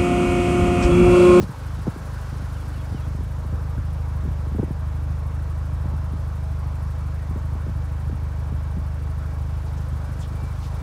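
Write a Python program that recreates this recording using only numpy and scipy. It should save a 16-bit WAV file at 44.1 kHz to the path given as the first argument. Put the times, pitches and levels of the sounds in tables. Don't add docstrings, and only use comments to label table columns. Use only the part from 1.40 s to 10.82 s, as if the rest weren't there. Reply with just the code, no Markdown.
import sys
import numpy as np
from scipy import signal
from scipy.fft import next_fast_len
from scipy.io import wavfile
from scipy.ndimage import uniform_filter1d

SR = 44100
rng = np.random.default_rng(int(sys.argv[2]) if len(sys.argv) > 2 else 0)


def gain_from_db(level_db):
    decades = np.asarray(level_db, float) / 20
    return 10 ** decades


def store_pcm(level_fs):
    pcm = np.round(np.clip(level_fs, -1, 1) * 32767).astype(np.int16)
    wavfile.write(sys.argv[1], SR, np.atleast_2d(pcm).T)


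N = 415422

# time_s, engine_cycles_per_s
IDLE_SPEED = [(0.0, 13.103), (0.44, 12.73), (0.93, 12.805), (1.47, 12.59), (1.75, 12.874), (1.92, 12.872),
              (2.53, 13.02), (3.0, 12.463), (3.18, 12.702), (4.21, 12.796), (4.48, 13.003), (5.23, 12.636),
              (5.75, 12.733), (5.98, 12.949), (6.97, 12.65), (8.4, 12.815), (8.59, 12.629), (9.42, 13.021)]
# time_s, lean (0 outside, 1 inside the cabin)
MIC_LEAN = [(0, 0.089), (.73, .05), (1.3, 0.23), (1.8, 0.74), (2.3, 0.84), (3.5, 1), (5.5, 0.91), (7.5, 1),
            (8.3, 0.81), (8.75, 0.63), (9.3, 0.5), (9.42, 0.34)]


def evened(x):
    return x / np.sqrt(np.mean(x ** 2) + 1e-20)


def curves(rows):
    s, *columns = np.transpose(rows)
    return [np.interp(np.arange(N) / SR, s, c) for c in columns]


def humps(rows):
    t = np.arange(N) / SR
    return sum(db * np.sin(np.pi * np.clip((t - s) / length, 0, 1)) ** 2 for s, length, db in rows)


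def read(points, hz):
    f, value = np.transpose(points)
    return np.interp(np.log(hz + 1), np.log(f + 1), value)


def add(mix, s, sound):
    part = mix[max(round(s * SR), 0):][:len(sound)]
    part += sound[:len(part)]


def resonate(x, hz, width_hz):
    turn = np.exp(2j * np.pi * np.cumsum(hz * np.ones(len(x))) / SR)
    r = np.exp(-np.pi * width_hz / SR)
    return 2 * (turn * signal.lfilter([1 - r], [1, -r], x / turn)).real


def resonate_twice(x, hz, width_hz, second_width_hz):
    return resonate(resonate(x, hz, width_hz), hz, second_width_hz)


def noise(colour, patchy_db, size=2048):
    frames, hz = 4 * N // size + 5, np.fft.rfftfreq(size, 1 / SR)
    a, b, patches = rng.standard_normal((frames, len(hz), 3)).T
    patches = uniform_filter1d(patches, size=20, axis=0)
    patches = evened(uniform_filter1d(patches, size=8, axis=1))
    z = (a + 1j * b) * gain_from_db(read(colour, hz)[:, None] + patchy_db * patches)
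    return evened(signal.istft(z, nperseg=size, noverlap=size * 3 // 4)[1][:N])


def causal(colour, size=32768):
    log_gain = np.log(gain_from_db(read(colour, abs(np.fft.fftfreq(size, 1 / SR)))))
    return np.fft.ifft(np.exp(np.conj(signal.hilbert(log_gain)))).real[:size // 4]


def bird():
    # start_s, length_s, start_hz, end_hz, level_db
    chirps = [
        (1.14, .05, 3100, 2450, -58),
        (1.195, .04, 3380, 3120, -56),
        (1.33, .055, 3000, 2500, -58),
        (1.388, .035, 3380, 3180, -55),
        (1.53, .09, 3120, 2400, -55),
        (1.62, .038, 3380, 3120, -55),
    ]
    top_s, bend = .012, 1.5
    out = np.zeros(N)
    for s, length, hz0, hz1, db in chirps:
        t = np.arange(round(length * SR)) / SR
        hz = hz0 + (hz1 - hz0) * abs((t - top_s) / (length - top_s)) ** bend
        swell = np.sin(np.pi * t / length) ** 0.59
        add(out, s, gain_from_db(db) * swell * np.sin(2 * np.pi * np.cumsum(hz) / SR))
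    return out


def shoes():
    # start_s, length_s, start_hz, end_hz, width_hz, level_db
    scuffs = [
        (.01, 0.036, 5930, 3480, 4000, -45.5),
        (8.256, 0.046, 4500, 4000, 3000, -58),
        (8.364, 0.037, 7000, 5000, 3500, -56),
        (8.781, 0.07, 8500, 5500, 4000, -52),
        (8.808, 0.061, 3500, 3300, 800, -51.5),
        (9.208, .08, 3000, 4500, 5000, -50.5),
    ]
    out, grit = np.zeros(N), rng.standard_normal((len(scuffs), 5000))
    for (s, length, hz0, hz1, width_hz, db), drag in zip(scuffs, grit):
        u = np.linspace(0, 1, round(length * SR))
        centre_hz = hz0 * (hz1 / hz0) ** u
        scrape = evened(resonate_twice(drag[:len(u)], centre_hz, width_hz, width_hz))
        add(out, s, gain_from_db(db) * np.sin(np.pi * u) * scrape)
    return out


def gust_rows():
    # start_s, level_db, middle_hz
    pops = [(0.0, -18.5, 182), (0.089, -24.5, 179), (0.387, -27.5, 187), (0.559, -30, 280),
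            (1.375, -32, 210), (1.521, -25, 157), (1.543, -26.5, 220), (1.746, -28, 198), (1.786, -24, 154),
            (1.834, -28, 168), (2.123, -23, 166), (2.378, -22, 174), (2.874, -19.5, 145), (3.066, -33, 242),
            (3.117, -22, 144), (3.146, -23, 207), (3.278, -28, 176), (3.304, -23, 209), (4.453, -23.5, 180),
            (4.534, -23.5, 169), (4.583, -31, 156), (4.732, -26.5, 202), (5.908, -27, 200),
            (5.957, -25.5, 228), (6.725, -23.5, 171), (7.119, -25.5, 187), (7.366, -23, 164),
            (8.524, -25, 151), (8.689, -32, 212), (8.916, -29.5, 191),
            (0.6, -50, 506), (6.694, -32.5, 320), (6.722, -42, 493), (1.805, -31, 260),
             (2.048, -32.5, 250), (2.136, -35, 288), (2.833, -27, 160), (6.263, -32, 300)]
    # start_s, level_db, middle_hz, forerunner_db, lead_s
    slaps = [(0.034, -23, 177.6, -24, .01), (.475, -17, 221, -22, 0.008),
             (2.855, -26.5, 217, -33.5, 0.0064), (3.191, -17, 226, -25.5, 0.0072),
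             (3.231, -19, 215, -21, 0.0036), (6.292, -25, 186, -36.5, 0.0129), (9.034, -28, 181, -41, .009),
             (8.948, -43, 263, -36.5, 0.0096)]
    # start_s, length_s, level_db
    flurries = [(.75, 0.49, -31), (1.651, 0.17, -38), (2.034, 0.11, -43), (2.812, 0.045, -37),
                (3.154, 0.054, -26.5), (4.8, 0.13, -38), (5.964, .12, -39), (6.148, 0.11, -32),
                (7.201, 0.37, -33), (8.601, 0.33, -36)]
    fore_pitch = 1.293
    eddy_hz, eddy_spread, eddy_spread_db = 185, .12, 2.5
    rows = pops
    rows += [(s, db, hz) for s, db, hz, _, _ in slaps]
    rows += [(s - lead, db, hz * fore_pitch) for s, _, hz, db, lead in slaps]
    when, sizes = rng.random((len(flurries), 2)), rng.standard_normal((len(flurries), 2, 2))
    for (s, length, db), places, lucks in zip(flurries, when, sizes):
        for half, (place, (size, pitch)) in enumerate(zip(places, lucks)):
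            start_s = s + length * (half + place) / 2
            rows.append((start_s, db + eddy_spread_db * size, eddy_hz * np.exp(eddy_spread * pitch)))
    return rows


def wind():
    rise_cycles = 1.44
    crest_share, crest_db_per_db = 0.23, 0.8
    out, wake_level = np.zeros(N), np.zeros(N)
    t, gusts = np.arange(2000) / SR, gust_rows()
    luck = rng.random((len(gusts), 2))
    wake = noise([(40, -20), (80, 0), (180, -5), (350, -25), (700, -60)], 2.5)
    for (s, db, hz), (turn, spread) in zip(gusts, luck):
        falling_hz = hz * (0.396 + 2.175 * np.exp(-t / 0.00484))
        angle = 2 * np.pi * (np.cumsum(falling_hz) / SR + turn)
        peak_s = rise_cycles / hz + .001 * spread
        shape = (t / peak_s * np.exp(1 - t / peak_s)) ** 2
        crest = crest_share * gain_from_db(crest_db_per_db * (db + 16.5))
        swirl = np.sin(angle) + crest * (np.cos(2 * angle) - .5 * np.sin(3 * angle))
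        add(out, s, gain_from_db(db + 2) * shape * swirl)
        add(wake_level, s - .01, gain_from_db(db - 17) * signal.windows.hann(len(t)))
    return out + wake_level * wake


def panels(x):
    taps = np.zeros(1500)
    at = rng.integers(30, 700, size=12)
    taps[at] = rng.choice([-1., 1.], size=12) * gain_from_db(-26 - 200 * at / SR)
    taps[0] = 1
    return signal.oaconvolve(x, taps / np.linalg.norm(taps))[:N]


def air_puffs(turns, hiss_db):
    # hz, level_db
    puff_colour = [(3000, -40), (7500, 1), (8650, 1), (9100, -2), (9570, -2), (10100, -10), (12000, 2.5),
                   (13000, -3), (14700, 0), (16000, -1.5)]
    whistle_hz, whistle_fall_hz, whistle_width_hz, whistle_db = 9700, 2100, 680, -29.5
    since, other = (turns - .14) % 1, (turns - .7) % 1
    puff = (since * np.exp(-since / .16)) ** 2
    echo = (other * np.exp(-other / .16)) ** 2
    strength = gain_from_db(.7 * rng.standard_normal(200))[np.floor(turns - .14).astype(int) + 1]
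    breath = (puff * strength + 0.47 * echo) * noise(puff_colour, 0.45, size=512)
    leak = resonate(rng.standard_normal(N), whistle_hz - whistle_fall_hz * since, whistle_width_hz)
    whistle = gain_from_db(0.72 * hiss_db + whistle_db) * evened(puff * strength * leak)
    return gain_from_db(0.7 * hiss_db - 27) * evened(breath) + whistle


def accessory_hums(lean):
    # centre_hz, width_hz, level_db
    hum_modes = [(294.7, 17.5, -54), (449, 38, -63), (636, 34, -57.5), (5990, 180, -88)]
    total = np.zeros(N)
    for hz, width_hz, db in hum_modes:
        total += gain_from_db(db) * evened(resonate_twice(rng.standard_normal(N), hz, width_hz, 3 * width_hz))
    return gain_from_db(3.5 * (lean - 0.66)) * total


def electric_whine():
    # start_s, length_s, rise_db
    surges = [
        (6., 2.4, 1.5),
        (8.86, .36, 12),
        (9.3, .26, 11),
    ]
    t = np.arange(N) / SR
    waver = np.cumsum(rng.standard_normal(N)) * 0.0223
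    alternator_db = -69 + .3 * t + humps(surges)
    alternator = gain_from_db(alternator_db) * np.sin(2 * np.pi * 2320 * t + waver)
    return alternator + gain_from_db(-73) * np.sin(2 * np.pi * 2680 * t - waver)


def bay(turns):
    # hz, level_db_per_hz
    roar_colour = [(120, -3), (200, -0.5), (300, -4), (361, -7.5), (457, -4), (640, -6.5), (710, -6),
                   (1000, -4), (1300, -7.5), (1600, -11), (1900, -16.5), (2600, -23), (4000, -31.5),
                   (6000, -100)]
    # hz, level_db_per_hz
    hiss_colour = [(1000, -4.5), (1800, 0.5), (2900, 0), (4400, 1), (5600, 0), (7000, -3.5), (9000, -6.5),
                   (10500, -7), (13500, -13), (16000, -33)]
    # hz, level_db_per_hz
    rumble_colour = [(25, -30), (40, -19), (60, 10.5), (110, 5), (170, 9), (230, -45), (320, -40)]
    lean = np.maximum(curves(MIC_LEAN)[0], 0)
    roar_db = -42 - 1.5 * lean
    hiss_db = -52.5 - 5.5 * lean ** 1.74
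    throb_db = 1.1 * np.cos(4 * np.pi * (turns + .02))
    roar, hiss = noise(roar_colour, 1.1), noise(hiss_colour, .8)
    steady = gain_from_db(roar_db) * roar + gain_from_db(hiss_db - 1 + throb_db) * hiss
    steady += gain_from_db(-44.3) * noise(rumble_colour, 2.2)
    fan_hz, fan_width_hz = 1510, 220
    fan = gain_from_db(-58.5 - 20.5 * lean) * evened(resonate(roar, fan_hz, fan_width_hz))
    return steady + fan + air_puffs(turns, hiss_db) + accessory_hums(lean) + electric_whine()


def exhaust(turns):
    # hz, gain_db
    pipe_colour = [(20, -78), (38, -15.5), (51, 4.5), (77, 5), (102, 1), (128, 1), (153, -4), (180, -21.5),
                   (215, -29.5), (300, -29.5), (420, -45), (1200, -120)]
    # start_s, length_s, depth_db
    ducks = [
        (-.05, 0.33, -6.5),
        (.41, 0.31, -7.5),
        (3.2, 0.16, -3.5),
        (5.8, 0.094, -2.5),
    ]
    lean, duck_db = curves(MIC_LEAN)[0], humps(ducks)
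    pipe_db = -29 + 2.5 * lean + duck_db
    boom_db = -51.5 + 17.5 * lean + duck_db
    firings = 2 * (turns - .096)
    at = np.flatnonzero(np.diff(np.floor(firings)) > 0)
    luck = rng.standard_normal((len(at), 2))
    second = np.floor(firings[at + 1]) % 2
    late_s = .0004 * luck[:, 0] - .0004 * second
    late = np.round(SR * late_s).astype(int)
    pulses = np.zeros(N)
    pulses[np.clip(at + late, 0, N - 1)] = gain_from_db(1.1 * luck[:, 1] - 1.6 * second)
    pipe = signal.oaconvolve(pulses, causal(pipe_colour))[:N]
    analytic = signal.hilbert(pipe, next_fast_len(N + SR // 4))[:N]
    pipe = (analytic * np.exp(1j)).real
    third_hz = 6 * curves(IDLE_SPEED)[0]
    boom = resonate_twice(pipe, third_hz, 15, 15)
    return gain_from_db(pipe_db) * evened(pipe) + gain_from_db(boom_db) * evened(boom)


def scene():
    turns = -.17 + np.cumsum(curves(IDLE_SPEED)[0]) / SR
    return (bird() + shoes() + wind() + panels(bay(turns)) + exhaust(turns))[None]


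def band_limit(x):
    return signal.sosfilt(signal.butter(12, 15990, fs=SR, output="sos"), x)


def record(dry):
    cut = signal.sosfilt(signal.butter(4, 36, "high", fs=SR, output="sos"), dry)
    top_edge = signal.firwin(1023, 15720, window=("kaiser", 9), fs=SR)
    cut = signal.oaconvolve(cut, top_edge[None], "same")
    cut = cut * np.minimum(np.arange(N)[::-1] / 60, 1)
    return band_limit(cut)


dry = scene()
out = record(dry)
store_pcm(out)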